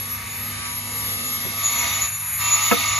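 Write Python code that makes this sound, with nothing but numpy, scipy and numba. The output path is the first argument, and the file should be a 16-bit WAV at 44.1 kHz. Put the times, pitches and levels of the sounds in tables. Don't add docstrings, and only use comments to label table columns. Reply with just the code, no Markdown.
import sys
import numpy as np
from scipy import signal
from scipy.fft import rfft, irfft, next_fast_len
from scipy.io import wavfile
from scipy.ndimage import uniform_filter1d
from numba import njit

SR = 44100
rng = np.random.default_rng(int(sys.argv[2]) if len(sys.argv) > 2 else 0)


def volts_from_decibels(level):
    exponent = np.asarray(level, float) / 20
    return 10 ** exponent


def bounce(signal):
    frames = np.transpose(np.atleast_2d(signal))
    limited = np.clip(frames, -1, 1)
    pcm = np.round(limited * 32767).astype(np.int16)
    wavfile.write(sys.argv[1], SR, pcm)


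N = 131859

# f/Hz, level/dB
SITE_COLOUR = [(25, -44), (70, 2.5), (125, -6.5), (260, -49), (700, -20.5), (2200, -7), (3200, -19.5),
               (7000, -28.5)]
# f/Hz, level/dB
WIDE_COLOUR = [(30, -21), (150, -4), (300, -23), (800, -11), (1500, -7), (4000, -9.5), (6000, -12),
               (7000, -29)]
# f/Hz, level/dB
GENERATOR_HUM = [(51.15, -62), (102.3, -41.5), (153.5, -50.5), (204.6, -57.5)]
# t/s, level/dB, pitch factor, tilt above 400 Hz/(dB per octave)
KNOCKS = [
    (1.445, -17, .78, -11),
    (2.71, 0, 1.0, -.5),
]
# f/Hz, level/dB, t60/s, swell/s, right channel lag/rad
TIMBER_MODES = [(208.4, -15.5, 0.13, 0.013, 1.76), (285, -20.5, 0.35, 0.0099, 2.9),
                (472, -14, 0.099, 0.019, 0.66), (695, -14.5, 0.12, 0.0086, 1.24),
                (963, -16, 0.07, 0.0034, 0.27), (1300, -12.5, 0.057, 0.017, 0.11),
                (1713, -19.5, 0.07, 0.0041, 1.1), (2500, -21, 0.089, 0.0047, 2.1),
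                (2690, -19, 0.072, 0.0044, .3)]
# t/s, level/dB
SQUEAL_LEVEL = [(0.0, -45), (1.21, -38.5), (1.24, -32), (1.39, -43), (1.57, -45), (1.66, -20.5),
                (1.76, -30.5), (1.8, -21.5), (1.83, -28.5), (1.99, -29), (2.02, -19.5), (2.07, -31.5),
                (2.3, -38.5), (2.55, -18), (2.6, -27), (2.64, -19.5), (2.76, -32), (2.99, -22.5)]
# offset from squeal f/Hz, width/Hz, level/dB
BAR_MODES = [(0, 30, 0), (-215, 70, -12)]
# start t/s, end t/s, level/dB
SECOND_BAR = [
    (1.21, 1.305, -52),
    (1.707, 1.975, -36.5),
    (2.423, 2.565, -42),
]
# t/s, rattle level/dB, loose rumble level/dB, sum tone gain/dB
CONTACT = [(0, -36, -47.5, -16), (.5, -40.5, -48, -9), (1.1, -37.5, -44, -11), (1.2, -33.5, -45.5, -10.5),
           (1.55, -31, -42, -10.5), (1.62, -27, -46.5, -3.5), (1.87, -22, -45, -5),
           (2.06, -28.5, -48, -2.5), (2.09, -36, -57, -10), (2.37, -40.5, -63.5, -15.5),
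           (2.41, -27, -50.5, -0.5), (2.65, -23, -49.5, 2), (2.8, -19, -44.5, -4.5), (2.99, -24.5, -51, 3)]
# f/Hz, level/dB
SUM_TONES = [(667.5, -53), (861.3, -48), (974.4, -39), (1163, -35), (1222, -41), (1281, -38), (1470, -53),
             (1588, -48), (1771, -50), (1836, -51), (1890, -49), (1949, -48), (2024, -45), (2078, -50),
             (2137, -49), (2196, -45), (2266, -47), (2385, -43), (2503, -44), (2692, -39), (2853, -60),
             (2998, -46), (3117, -49), (3305, -52), (3607, -46), (3666, -49), (3725, -47), (3784, -49),
             (3854, -52), (3914, -50), (3957, -51), (4032, -51), (4124, -50), (4221, -50), (4280, -53),
             (4312, -52), (4533, -55), (4581, -55), (4635, -56), (4764, -58), (4947, -56), (5006, -59),
             (5136, -53), (5265, -57), (5464, -55)]
# multiple of roll pitch, level/dB
ROLL_HARMONICS = [(1, -47), (2, -55)]
# f/Hz, width/Hz, level/dB
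FORMWORK = [(688, 50, -15), (888, 310, -10.5), (1232, 107, -5.5), (1347, 380, -7), (1910, 216, -6),
            (2184, 124, 0), (2414, 230, 3), (2967, 220, -6.5), (3752, 720, -0.5), (4334, 430, -4),
            (4800, 660, -5.5), (5990, 2000, 1)]
# f/Hz, level/dB
RUMBLE_COLOUR = [(100, -1.5), (200, 8), (330, 1), (800, -1), (1500, -8.5), (6500, -2), (7700, 11.5),
                 (8300, -35)]
# t/s, commutator whine f/Hz
SPEED = [(0, 11361), (.12, 11400), (.47, 11485), (.63, 11548), (.82, 11528), (1.08, 11600), (1.14, 11548),
         (1.25, 11580), (1.34, 11515), (1.43, 11560), (1.5, 11518), (1.58, 11552), (2.05, 11599),
         (2.32, 11604), (2.43, 11662), (2.72, 11664), (2.78, 11633), (2.99, 11654)]
# t/s, whine level/dB, brush and fan hiss level/dB
MOTOR_LEVEL = [(0.0, -27, -43), (0.06, -37, -37), (0.12, -29, -39.5), (0.22, -36.5, -41.5),
               (0.46, -30, -38), (0.59, -41.5, -39.5), (0.78, -31, -37.5), (0.82, -39.5, -39.5),
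               (1.1, -30, -36.5), (1.55, -33.5, -37.5), (1.65, -31, -34), (2.56, -32, -32.5),
               (2.88, -34, -37), (2.99, -33, -35.5)]
# share of whine f, level/dB
WHINE_KIN = [(.5, -23), (.9667, -13), (.9333, -16)]
# f/Hz, level/dB
HISS_COLOUR = [(6800, -40), (7600, -22), (8050, -5), (8500, -1), (9200, -4), (9800, 0), (10900, -1),
               (11200, -7)]
# f/Hz, left lead/half turns
PORT_LEAD = [(0, 0), (950, .28), (1250, 0), (1650, 1), (2000, 2), (2550, 3), (2800, 4), (4500, 4),
             (5400, 5), (6000, 6), (6600, 6), (6800, 5.85), (7050, 5.8), (7400, 5), (9050, 5), (10300, 4),
             (11250, 4), (11350, 3.82)]
# f/Hz, left minus right level/dB
PORT_SHADOW = [(3500, -1), (5300, -10), (6500, 1.5)]
# t/s, upper f/Hz, depth/0-1, lower f/Hz, depth/0-1
DRIFTING_NOTCHES = [(0, 3150, .9, 2800, .3), (.4, 3250, .8, 2780, .3), (.85, 3600, .8, 2500, .8),
                    (1.15, 3080, .8, 2420, .7), (1.35, 2900, .8, 2450, .9), (1.6, 2900, .7, 2380, .4),
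                    (1.8, 2980, .9, 2600, .1), (2.1, 3300, .9, 2850, .8), (2.3, 3300, .9, 2850, .9),
                    (2.45, 2930, .9, 2580, .2), (2.7, 3180, .6, 2560, .2), (2.99, 3180, .6, 2560, .3)]
# f/Hz, width/Hz, depth/0-1
STILL_NOTCHES = [(1060, 70, .7), (1390, 70, .7), (1650, 120, .3), (7300, 500, .6)]

FLICKER_DB = 1.3


def col(table, k):
    return np.interp(np.arange(N) / SR, *np.array(table)[:, [0, k]].T)


def unit(x):
    return x / np.sqrt(np.mean(x ** 2))


def noise(colour):
    hz, db = np.array(colour).T
    f = np.maximum(np.arange(N // 2 + 1) * SR / N, 1)
    gain = volts_from_decibels(np.interp(np.log(f), np.log(hz), db))
    return unit(irfft(rfft(rng.standard_normal(N)) * gain, N))


@njit
def svf(x, hz, width):
    y, b, l = np.empty(len(x)), 0., 0.
    for i in range(len(x)):
        g, k = np.tan(np.pi * hz[i] / SR), width / hz[i]
        v = (b + g * (x[i] - l)) / (1 + g * (g + k))
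        b, l, y[i] = 2 * v - b, l + 2 * g * v, k * v
    return y


def resonate(x, hz, width, second_width):
    return unit(svf(svf(x, hz, float(width)), hz, float(second_width)))


def walk(rate):
    k = int(SR / rate)
    steps = np.repeat(rng.standard_normal(N // k + 1), k)
    return 1.3 * uniform_filter1d(uniform_filter1d(steps, k), k)[:N]


def tone(hz, wobble_db, blur):
    level = np.sqrt(2) * volts_from_decibels(wobble_db * walk(14))
    phase = 2 * np.pi * np.cumsum(hz) / SR + blur * walk(25.17)
    return level * np.sin(phase + 2 * np.pi * rng.random())


def cancel(x):
    for hz, width, depth in STILL_NOTCHES:
        x = x - depth * svf(x, hz * (1 + .01 * walk(4)), float(width))
    for k in (1, 3):
        x = x - col(DRIFTING_NOTCHES, k + 1) * svf(x, col(DRIFTING_NOTCHES, k), 170.)
    return x


def site():
    hum = sum(volts_from_decibels(db) * tone(np.full(N, hz), 2.0, 0.4) for hz, db in GENERATOR_HUM)
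    low = cancel(volts_from_decibels(-39.5 + 3.3 * walk(7.98)) * noise(SITE_COLOUR))
    loose = volts_from_decibels(-2.5) * cancel(noise(WIDE_COLOUR)) * np.array([[1], [-1]])
    return hum + low + loose * volts_from_decibels(col(CONTACT, 2) + 10.0 + 3.3 * walk(6.86))


def knocks():
    thud_db, thud_width = -7, .3
    out, t = np.zeros((2, N)), np.arange(N) / SR
    for start, hit_db, pitch, tilt_db in KNOCKS:
        u = np.maximum(t - start, 0)
        for mode_hz, mode_db, t60, swell, lag in TIMBER_MODES:
            hz, width = mode_hz * pitch, thud_width * mode_hz
            db = hit_db + mode_db + tilt_db * max(np.log2(hz / 400), 0)
            thud = resonate(rng.standard_normal(N), np.full(N, float(hz)), width, width)
            thud = signal.hilbert(thud, next_fast_len(N))[:N]
            ring = np.exp(2j * np.pi * (hz * u + rng.random())) + volts_from_decibels(thud_db) * thud
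            rise = np.sin(np.pi / 2 * np.minimum(u / swell, 1)) ** 2
            decay = np.exp(-np.log(1000) * np.maximum(u - swell, 0) / t60)
            turn = np.exp(1j * np.array([[.5], [-.5]]) * lag)
            out += rise * decay * volts_from_decibels(db) * np.imag(ring * turn)
    return out


def squeal():
    squeal_hz, second_hz, fade_s = 6815, 6014, .03
    pull, rest_hz = .42, 11570
    hz = squeal_hz + pull * (col(SPEED, 1) - rest_hz)
    rub, t = rng.standard_normal(N), np.arange(N) / SR
    spells = sum(volts_from_decibels(db) * np.clip(np.minimum(t - start, end - t) / fade_s, 0, 1)
                 for start, end, db in SECOND_BAR)
    second = spells * volts_from_decibels(2.5 * walk(40)) * tone(hz - squeal_hz + second_hz, 2, 1.2)
    first = sum(volts_from_decibels(db) * resonate(rub, hz + offset, width, 2 * width)
                for offset, width, db in BAR_MODES)
    return second + volts_from_decibels(col(SQUEAL_LEVEL, 1)) * first


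def out_of_phase_lift(hz):
    lead = np.interp(hz, *np.array(PORT_LEAD).T)
    return 1 / max(abs(np.cos(np.pi / 2 * lead)), .6)


def poker():
    full_whine_hz, roll_hz, beat_hz = 11660, 243.8, 188.6
    bright_db, rattle_gate = .8, .25
    speed = col(SPEED, 1) / full_whine_hz
    tones = sum(volts_from_decibels(db + bright_db * np.log2(hz / 1200)) * out_of_phase_lift(hz) * tone(hz * speed, 3.2, .2)
                for hz, db in SUM_TONES)
    roll = sum(volts_from_decibels(db) * tone(k * roll_hz * speed, 2.27, 0.68) for k, db in ROLL_HARMONICS)
    gate = 1 + rattle_gate * tone(beat_hz * speed, 0.33, 0.48)
    hits = gate * rng.standard_normal(N)
    rattle = sum(volts_from_decibels(db + FLICKER_DB * walk(13)) * resonate(hits, np.full(N, float(hz)), width, 1.04 * width)
                 for hz, width, db in FORMWORK)
    rumble = roll * volts_from_decibels(37) + noise(RUMBLE_COLOUR)
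    rumble = rumble * volts_from_decibels(col(CONTACT, 2) + 8.5 + FLICKER_DB * walk(8.68))
    return tones * volts_from_decibels(col(CONTACT, 3)) + unit(rattle) * volts_from_decibels(col(CONTACT, 1) - 2.5) + rumble


def motor():
    hz = col(SPEED, 1)
    whine = volts_from_decibels(2.5 * walk(50)) * tone(hz, 1.5, .6)
    whine = whine + sum(volts_from_decibels(db) * tone(share * hz, 2.8, 3.5) for share, db in WHINE_KIN)
    hiss = volts_from_decibels(col(MOTOR_LEVEL, 2) + 6.0 + FLICKER_DB * walk(10)) * noise(HISS_COLOUR)
    return volts_from_decibels(col(MOTOR_LEVEL, 1)) * whine + hiss


def echoes(near):
    top_hz, t60_s, level_db = 7500, .22, -16.5
    dull = signal.sosfilt(signal.butter(6, top_hz, fs=SR, output="sos"), near)
    t = np.arange(SR // 4) / SR
    decay = np.exp(-np.log(1000) * t / t60_s)
    tails = [unit(rng.standard_normal(len(t)) * decay) / np.sqrt(len(t)) for _ in range(2)]
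    return volts_from_decibels(level_db) * np.array([signal.fftconvolve(dull, tail)[:N] for tail in tails])


def ports(x):
    f = np.arange(N // 2 + 1) * SR / N
    lead = np.interp(f, *np.array(PORT_LEAD).T)
    db = np.interp(f, *np.array(PORT_SHADOW).T)
    spectrum = rfft(x)
    return np.array([irfft(spectrum * np.exp(.5j * np.pi * side * lead) * volts_from_decibels(.5 * side * db), N)
                     for side in (1, -1)])


def scene():
    near = cancel(motor() + poker()) + squeal()
    return ports(near) + echoes(near) + site() + knocks()


def low_pass(x):
    return signal.sosfilt(signal.butter(12, 13000, fs=SR, output="sos"), x)


def record(dry):
    cut = signal.sosfilt(signal.ellip(12, 1, 70, 11700, fs=SR, output="sos"), dry)
    return low_pass(cut)


dry = scene()
out = record(dry)
bounce(out)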